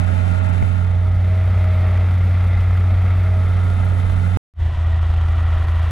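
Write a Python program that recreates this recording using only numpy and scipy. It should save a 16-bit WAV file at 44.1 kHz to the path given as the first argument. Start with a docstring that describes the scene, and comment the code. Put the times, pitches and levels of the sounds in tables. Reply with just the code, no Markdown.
"""A six-cylinder diesel tractor drags a rotary tiller through a flooded field, in two shots.
Exhaust partials hum at the firing rate, blade partials throb below; a noise burst at each firing clatters.
Gear tones sing at times and filtered noise makes wind and churned mud. Early on a knock rings the camera
body; the wide microphone pair then fades to a centred pickup and later creeps back.
After a short silence the second shot has a slower engine, the centred pickup and slowly opening treble."""
import sys
import numpy as np
from scipy import signal
from scipy.fft import rfft, irfft, next_fast_len
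from scipy.io import wavfile

SR = 44100
rng = np.random.default_rng(int(sys.argv[2]) if len(sys.argv) > 2 else 0)


def natural_amplitude(level_db):
    """Convert a level in decibels to a linear amplitude factor, elementwise."""
    exponent = np.asarray(level_db, float) / 20
    return 10 ** exponent


def materialize(psi):
    """Save the field psi as 16-bit PCM at rate SR to the path in sys.argv[1].

    A 1-D psi becomes a single channel; in a 2-D psi each row is a channel.
    """
    bounded = np.clip(np.atleast_2d(psi).T, -1, 1)
    quanta = np.round(bounded * 32767).astype(np.int16)
    wavfile.write(sys.argv[1], SR, quanta)


N = 260625
T = np.arange(N) / SR
SIZE = next_fast_len(N + 4096)
HZ = np.maximum(np.arange(SIZE // 2 + 1) * SR / SIZE, 1)
# limits of the shots: (start [s], fade-in [s], end [s])
SHOTS = [(-1, .01, 4.372), (4.538, .072, 7)]


def in_time(rows):
    """Linear interpolation turns table columns into signals, sample by sample."""
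    s, *columns = np.transpose(rows)
    return [np.interp(T, s, c) for c in columns]


def in_hz(rows):
    """Interpolation on a log-frequency axis turns table columns into spectra, bin by bin."""
    hz, *columns = np.transpose(rows)
    return [np.interp(np.log(HZ), np.log(hz), c) for c in columns]


def shape(x, response):
    """Linear filtering: the spectrum is multiplied by a frequency response."""
    return irfft(rfft(x, SIZE) * response, SIZE)[..., :N]


def rms_one(x):
    """Normalisation to unit rms."""
    return x / np.sqrt(np.mean(x ** 2) + 1e-20)


def drift(rate):
    """Slow random wandering of spread 1: white noise through two equal poles at rate [Hz]."""
    pole = np.exp(-2 * np.pi * rate * 64 / SR)  # one step is 64 samples
    white = rng.standard_normal(N // 64 + 2002)
    slow = signal.lfilter([1], [1, -2 * pole, pole * pole], white)[2000:]
    return np.interp(np.arange(N) / 64, np.arange(len(slow)), rms_one(slow - slow.mean()))


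def bells(rows):
    """Gaussian envelopes, each two standard deviations per length, with their dB."""
    return [(np.exp(-(2 * (T - s) / length) ** 2 / 2), db) for s, length, db in rows]


def swells(rows):
    """Bell-shaped changes of level, summed in dB."""
    return sum(db * bell for bell, db in bells(rows))


def partials(turns, orders, waver_db, waver_rad, rate):
    """Harmonic synthesis: sines on multiples of a shaft angle, wavering in level and phase."""
    total = 0
    for multiple, db in orders:
        level = np.sqrt(2) * natural_amplitude(db + waver_db * drift(rate))
        angle = 2 * np.pi * (multiple * turns + rng.random())
        total = total + level * np.sin(angle + waver_rad * drift(rate))
    return total


def lumpy(spectrum, level_db, lump_db, rate):
    """Filtered noise whose level wanders randomly; two unrelated draws."""
    lumps = natural_amplitude(lump_db * drift(rate))
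    noise = shape(rng.standard_normal((2, N)), natural_amplitude(in_hz(spectrum)[0]))
    return natural_amplitude(level_db) * lumps * rms_one(noise)


def wide_share():
    """Crossfade law of the wide pair: decay linear in dB, then exponential return towards full share."""
    full_share = .85
    leave_s, leave_db_per_s = .75, 36
    return_s, return_tau_s = 3.206, .92
    leaving = natural_amplitude(-leave_db_per_s * np.maximum(T - leave_s, 0))
    returning = 1 - np.exp(-np.maximum(T - return_s, 0) / return_tau_s)
    return full_share * np.maximum(leaving, returning) * (T < SHOTS[0][2])


def wind(level_db):
    """Turbulent pressure on the microphones: low-frequency noise that swells in gusts."""
    # wind colour: (frequency [Hz], level per Hz [dB])
    wind_colour = [(10, -1.5), (30, 8), (50, 6), (75, 6), (110, -20.5), (200, -69.5)]
    # gusts: (centre [s], length [s], level over the calm [dB])
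    gusts = [(1.05, 0.14, 5), (3.0, .25, 5.5), (3.75, .2, 1), (4.15, 0.15, 9.5), (4.66, 0.057, 9)]
    return lumpy(wind_colour, level_db + swells(gusts), lump_db=3.0, rate=13)


def thumps():
    """Wind buffets on the microphone port: short Gaussian bursts of low-frequency noise."""
    # buffet colour: (frequency [Hz], level per Hz [dB])
    buffet_colour = [(12, -8), (25, 0), (42, 0), (60, -14), (90, -40), (300, -100)]
    # buffets: (centre [s], length [s], level [dB])
    buffets = [(1.514, 0.029, -28.5), (2.328, 0.052, -29), (5.536, 0.066, -31)]
    envelope = sum(natural_amplitude(db) * bell for bell, db in bells(buffets))
    return envelope * lumpy(buffet_colour, 0, lump_db=1.0, rate=8)


def knock():
    """Impact on the camera body: damped modes, louder on the left, with a soft contact."""
    knock_s, contact_s = .6247, .0007
    # body modes: (frequency [Hz], 60 dB decay [s], left level [dB], right level [dB], right sign)
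    body_modes = [(100, .062, -3, -18, 1), (700, .011, -6.5, -10, -1), (2150, .007, -13.5, -15.5, 1)]
    t = np.maximum(T - knock_s, 0)
    rings = 0
    for hz, t60, left, right, sign in body_modes:
        decay = natural_amplitude(np.array([[left], [right]]) - 60 * t / t60)
        rings = rings - decay * np.sin(2 * np.pi * hz * t) * [[1], [sign]]
    return rings * (1 - np.exp(-(t / contact_s) ** 2))


def rumble(k, level_db):
    """Turbulence of exhaust flow and churned mud: low-frequency noise in lumps."""
    # rumble colour, one table a shot: (frequency [Hz], level per Hz [dB])
    rumble_colour = [
        [(40, 3.5), (70, 5.5), (130, 6), (220, 0.5), (330, -13.5), (500, -43.5)],
        [(40, -15), (70, 2), (130, 20.5), (160, 3.5), (300, -10), (500, -41)],
    ]
    # the mud churns less or more: (centre [s], length [s], change [dB])
    churns = [(1.0, 0.31, -6.5), (3.8, 0.19, 0), (5.55, 1, 1.5)]
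    level_db = level_db + 2.5 * wide_share() + swells(churns)  # 2.5 dB per unit share of the wide pair
    return lumpy(rumble_colour[k], level_db, lump_db=2.5, rate=32)


def gears(k, turns):
    """Gear meshing: one tone at the tooth rate, switched softly while the teeth are pressed."""
    # tooth rate, one value a shot [multiple of the engine cycle]
    tooth_order = [42, 56]
    # spells of whine: (start [s], end [s], level [dB])
    whines = [(-.2, 1.4, -43), (1.4, 2.04, -39.5), (2.3, 2.42, -47), (2.77, 3.0, -46), (3.0, 3.25, -51),
              (3.25, 3.43, -41), (3.43, 4.15, -49), (4.85, 6.1, -50.5)]
    edge_s = .03
    on = 0
    for start, end, db in whines:
        on = on + natural_amplitude(db) * (np.tanh((T - start) / edge_s) - np.tanh((T - end) / edge_s)) / 2
    return on * partials(turns, [(tooth_order[k], 0)], waver_db=2, waver_rad=.2, rate=6)


def clatter(k, turns, treble_db, rattle_db):
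    """Impulsive excitation: each firing gives a decaying noise burst, coloured by filtering."""
    # clatter colour, one table a shot: (frequency [Hz], level per Hz [dB])
    clatter_colour = [
        [(150, -8.5), (250, -1), (347, -4), (635, -1.5), (995, -4), (1270, -4), (1510, -10), (2060, -9),
         (2850, -13), (3510, -18), (4240, -23), (7640, -35), (9890, -37), (13300, -42), (15500, -35)],
        [(150, -33.5), (250, -7.5), (378, -3.5), (458, -7), (755, -3), (867, -6), (1360, -1), (1640, -11.5),
         (1920, -2.5), (2160, -13.5), (3160, -14.5), (4630, -26), (9890, -38), (12800, -45), (15500, -69)],
    ]
    # peaks and dips of the clatter's colour, one table a shot:
    # (frequency [Hz], width [Hz], level change [dB])
    colour_bumps = [
        [(680, 250, 2.5), (1332, 210, 7), (995, 155, -6), (1650, 110, 1), (2053, 350, 6), (2884, 220, -5),
         (3610, 360, 3), (10000, 570, 6)],
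        [(645, 180, 6.5), (974, 69, 4.5), (1310, 250, 3.5), (1650, 150, 1.5), (2100, 480, 1.5),
         (2330, 200, 2.5), (3400, 1600, 3.5), (9700, 1300, 0.5)],
    ]
    # knock strength of each cylinder: (level [dB])
    cylinder_db = [-7, -3.5, -7.5, -34, -3, -16]
    # clatter level: (time [s], level [dB])
    clatter_level = [(0, -37.5), (.5, -37.5), (.75, -41), (1.0, -40), (1.6, -36.5), (2.1, -36.5),
                     (3.0, -37), (3.7, -36.8), (4.0, -38), (4.6, -38.5), (4.9, -37.5), (5.3, -37),
                     (5.91, -35.5)]
    # the panel rattles harder or softer: (centre [s], length [s], change [1.1 dB])
    rattles = [(3.4, 0.96, 3.5), (4.65, 0.19, -7), (5.45, 0.23, 2.5)]
    # one change of the hiss near 9.6 kHz: (centre [s], length [s], change [dB])
    jet_swell = (4.1, 0.83, 3.4)

    firing = 6 * turns
    count = firing.astype(int)
    phase = firing - count
    chance = np.clip(rng.standard_normal(count[-1] + 1), -2, 2)
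    strength = natural_amplitude(np.array(cylinder_db)[count % 6] + 3.5 * chance[count])
    burst = 1.03 + strength * np.exp(-3.0 * phase) * (1 - np.exp(-30 * phase))

    colour = in_hz(clatter_colour[k])[0]
    for hz, width, db in colour_bumps[k]:
        colour = colour + db / (1 + (2 * (HZ - hz) / width) ** 2)
    noise = shape(burst * rng.standard_normal((2, N)), natural_amplitude(colour))  # two unrelated draws
    noise = noise / np.sqrt(np.mean(shape(noise, (HZ > 700) & (HZ < 4000)) ** 2))

    panel = shape(noise, 1 / (1 + ((HZ - 1320) / 130) ** 4))
    noise = noise + (natural_amplitude(1.1 * (rattle_db + swells(rattles))) - 1) * panel
    jet = shape(noise, 1 / (1 + ((HZ - 9600) / 1100) ** 2))
    noise = noise + (natural_amplitude(swells([jet_swell])) - 1) * jet

    above_4800 = shape(noise, 1 / (1 + (4800 / HZ) ** 6))
    above_7000 = shape(noise, 1 / (1 + (7000 / HZ) ** 6))
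    above_10500 = shape(noise, 1 / (1 + (10500 / HZ) ** 16))
    above_12500 = shape(noise, 1 / (1 + (12500 / HZ) ** 16))
    # top level: steady in the first shot, opening by 23 dB/s until 5.7 s in the second
    top_db = [-9.5, 2 - 23 * np.clip(5.7 - T, 0, 2)][k]
    dips = np.clip(drift(40) - .8, 0, .8)  # the treble dips briefly, deeper towards the top
    upper = natural_amplitude(.45 * top_db + 6.5) * (above_10500 - above_12500) + natural_amplitude(top_db) * above_12500
    bright = natural_amplitude(-16 * dips) * (above_7000 - above_10500 + upper)
    treble = natural_amplitude(-9 * dips) * (above_4800 - above_7000) + bright
    lower = natural_amplitude(0.53 * drift(3.5)) * (noise - above_4800)
    treble_db = treble_db + 5.5 * wide_share()  # 5.5 dB per unit share of the wide pair
    return natural_amplitude(in_time(clatter_level)[0]) * (lower + natural_amplitude(treble_db + 20.5) * treble)


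def tiller(k, level_db):
    """Periodic blade strikes: a low harmonic series on the throb rate."""
    # tiller speed, one table a shot: (time [s], blade throbs [1/s])
    throb = [
        [(0, 56.2), (.6, 55.3), (1.4, 55.8), (1.7, 55.1), (2.1, 53.8), (2.5, 53.6), (3, 52.9), (3.8, 53.7),
         (4.4, 53.7)],
        [(4.6, 56.9), (5.5, 56.8), (5.91, 56.1)],
    ]
    # blade partials, one table a shot: (multiple of the throb rate, level [dB])
    blade_orders = [
        [(.5, -21), (1, -0.5), (2, -10.5), (4, -22)],
        [(.5, -9.5), (1, -2), (2, -9), (4, -30.5)],
    ]
    turns = np.cumsum(in_time(throb[k])[0]) / SR
    return natural_amplitude(level_db) * partials(turns, blade_orders[k], waver_db=2, waver_rad=0.1, rate=3)


def engine_cycles(k):
    """Phase as the integral of rate: engine cycles turned, at six firings a cycle."""
    # engine speed, one table a shot: (time [s], firings [1/s])
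    speed = [
        [(0, 89.7), (.5, 90.1), (.85, 89.85), (1.1, 90.2), (1.4, 91.2), (1.7, 90), (1.9, 89.85), (2.2, 90.2),
         (2.7, 90), (3.05, 90.9), (3.5, 90.6), (4.4, 90.75)],
        [(4.6, 81.3), (5, 82.2), (5.4, 82.45), (5.91, 82.2)],
    ]
    return np.cumsum(in_time(speed[k])[0] / 6) / SR


def exhaust(k, turns, level_db):
    """Periodic gas pulses: a steady firing tone; partials of uneven cylinders and gears waver more."""
    # exhaust partials, one table a shot: (multiple of the engine cycle, level [dB])
    exhaust_orders = [
        [(3, -24), (4, -35.5), (5, -37.5), (6, 0.5), (7, -39.5), (9, -27.5), (10, -31.5), (12, -23),
         (18, -50.5), (20, -52.5), (27, -38.5), (30, -43), (36, -41), (50, -41), (63, -41.5), (84, -39.5),
         (93, -37.5)],
        [(3, -17), (5, -20), (6, 0.5), (7, -29), (9, -31.5), (10, -44), (12, -32.5), (14, -35.5), (19, -36.5),
         (27, -39), (69, -48), (84, -46.5), (101, -46.5)],
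    ]
    # the engine stumbles: (centre [s], length [s], exhaust change [dB])
    stumbles = [(4.74, 0.071, -6.5), (5.65, 0.044, -2.5), (5.9, 0.032, -3.5)]
    firing = [o for o in exhaust_orders[k] if o[0] in (6, 12)]
    uneven = [o for o in exhaust_orders[k] if o[0] not in (6, 12)]
    main = partials(turns, firing, waver_db=0.03, waver_rad=0.05, rate=12)
    rest = partials(turns, uneven, waver_db=2.2, waver_rad=.6, rate=4)
    level_db = level_db + 0.54 * wide_share() + swells(stumbles)  # 0.54 dB per unit share of the wide pair
    return natural_amplitude(level_db) * (main + rest)


def shot(k):
    """Superposition in one view: common tones plus noise on the first signal, noise alone on the second."""
    # steady levels, one row a shot: (exhaust [dB], tiller [dB], wind [dB], rumble [dB],
    # treble [dB, before a 20.5 dB lift], panel rattle [1.1 dB])
    steady = [(-15, -28.5, -36, -34, -21, -2.5), (-16.5, -26, -40.5, -41, -18, -2.1)]
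    exhaust_db, tiller_db, wind_db, rumble_db, treble_db, rattle_db = steady[k]
    turns = engine_cycles(k)
    noise = wind(wind_db) + thumps() + rumble(k, rumble_db) + clatter(k, turns, treble_db, rattle_db)
    tones = gears(k, turns) + tiller(k, tiller_db) + exhaust(k, turns, exhaust_db)
    start, fade, end = SHOTS[k]
    cut_s = .0002
    fade_in = natural_amplitude(-38 * np.clip(1 - (T - start) / fade, 0, 1) ** 1.2) * (T > start)
    gate = fade_in * np.clip((end - T) / cut_s, 0, 1)
    return gate * (noise + [[1], [0]] * tones)


def microphones(near, other):
    """Partial coherence: a centred pickup blends with a pair whose ports differ in colour and phase."""
    # wide pair against the centred pickup:
    # (frequency [Hz], left level [dB], right level [dB], left lead below 5 kHz [rad], likeness [0-1])
    pair = [(59, -19, -0.5, -1.5, 0.4), (112, -7, 2.2, -1, .99), (156, -20.5, 2.5, -0.5, .9),
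            (182, -18.5, 10.5, 3.9, 0.5), (231, -14.5, 6, -1.5, .6), (240, -4.5, 12.5, 4, 1),
            (450, -2.5, 6, 2, 0.83), (680, 3.5, 7.5, 2.5, 0.95), (862, 12.5, 13, 2.5, 1),
            (1190, 3.5, -3, 2, 0.82), (1410, 8.5, 7, 1.69, .95), (2050, 4.5, -9.5, 1.5, 0.7),
            (2700, 8.5, 3.5, 5.5, 0), (3200, 3, 4, -2.3, 0.9), (5000, 2, 2, 1.5, 0), (6900, 0, 6, 0, 0.8),
            (9150, -1, 7, -10.5, 0.9), (13700, -3, -5, 1.5, 0.8)]
    left_db, right_db, lead, alike = in_hz(pair)
    alike = np.clip(alike, 0, 1)
    lead = lead * (HZ < 5000)
    left = natural_amplitude(left_db) * np.exp(.7j * lead)
    right = natural_amplitude(right_db) * np.exp(-.3j * lead)
    wide_left = shape(near, left * alike) + shape(other, left * np.sqrt(1 - alike ** 2))
    wide = np.array([wide_left, shape(near, right)])
    share = wide_share()
    return (1 - share) * near + share * wide


def scene():
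    """Superposition of both shots through the microphones, and the knock."""
    near, other = shot(0) + shot(1)
    return microphones(near, other) + knock()


def top_cut(x):
    """Nothing passes above the cut-off."""
    return signal.sosfilt(signal.butter(12, 15730, fs=SR, output="sos"), x)


def record(dry):
    """Low-pass filtering: the top rolls off above 14.5 kHz."""
    low_pass = signal.butter(8, 14500, fs=SR, output="sos")
    mix = signal.sosfilt(low_pass, dry)
    return top_cut(mix)


dry = scene()
out = record(dry)
materialize(out)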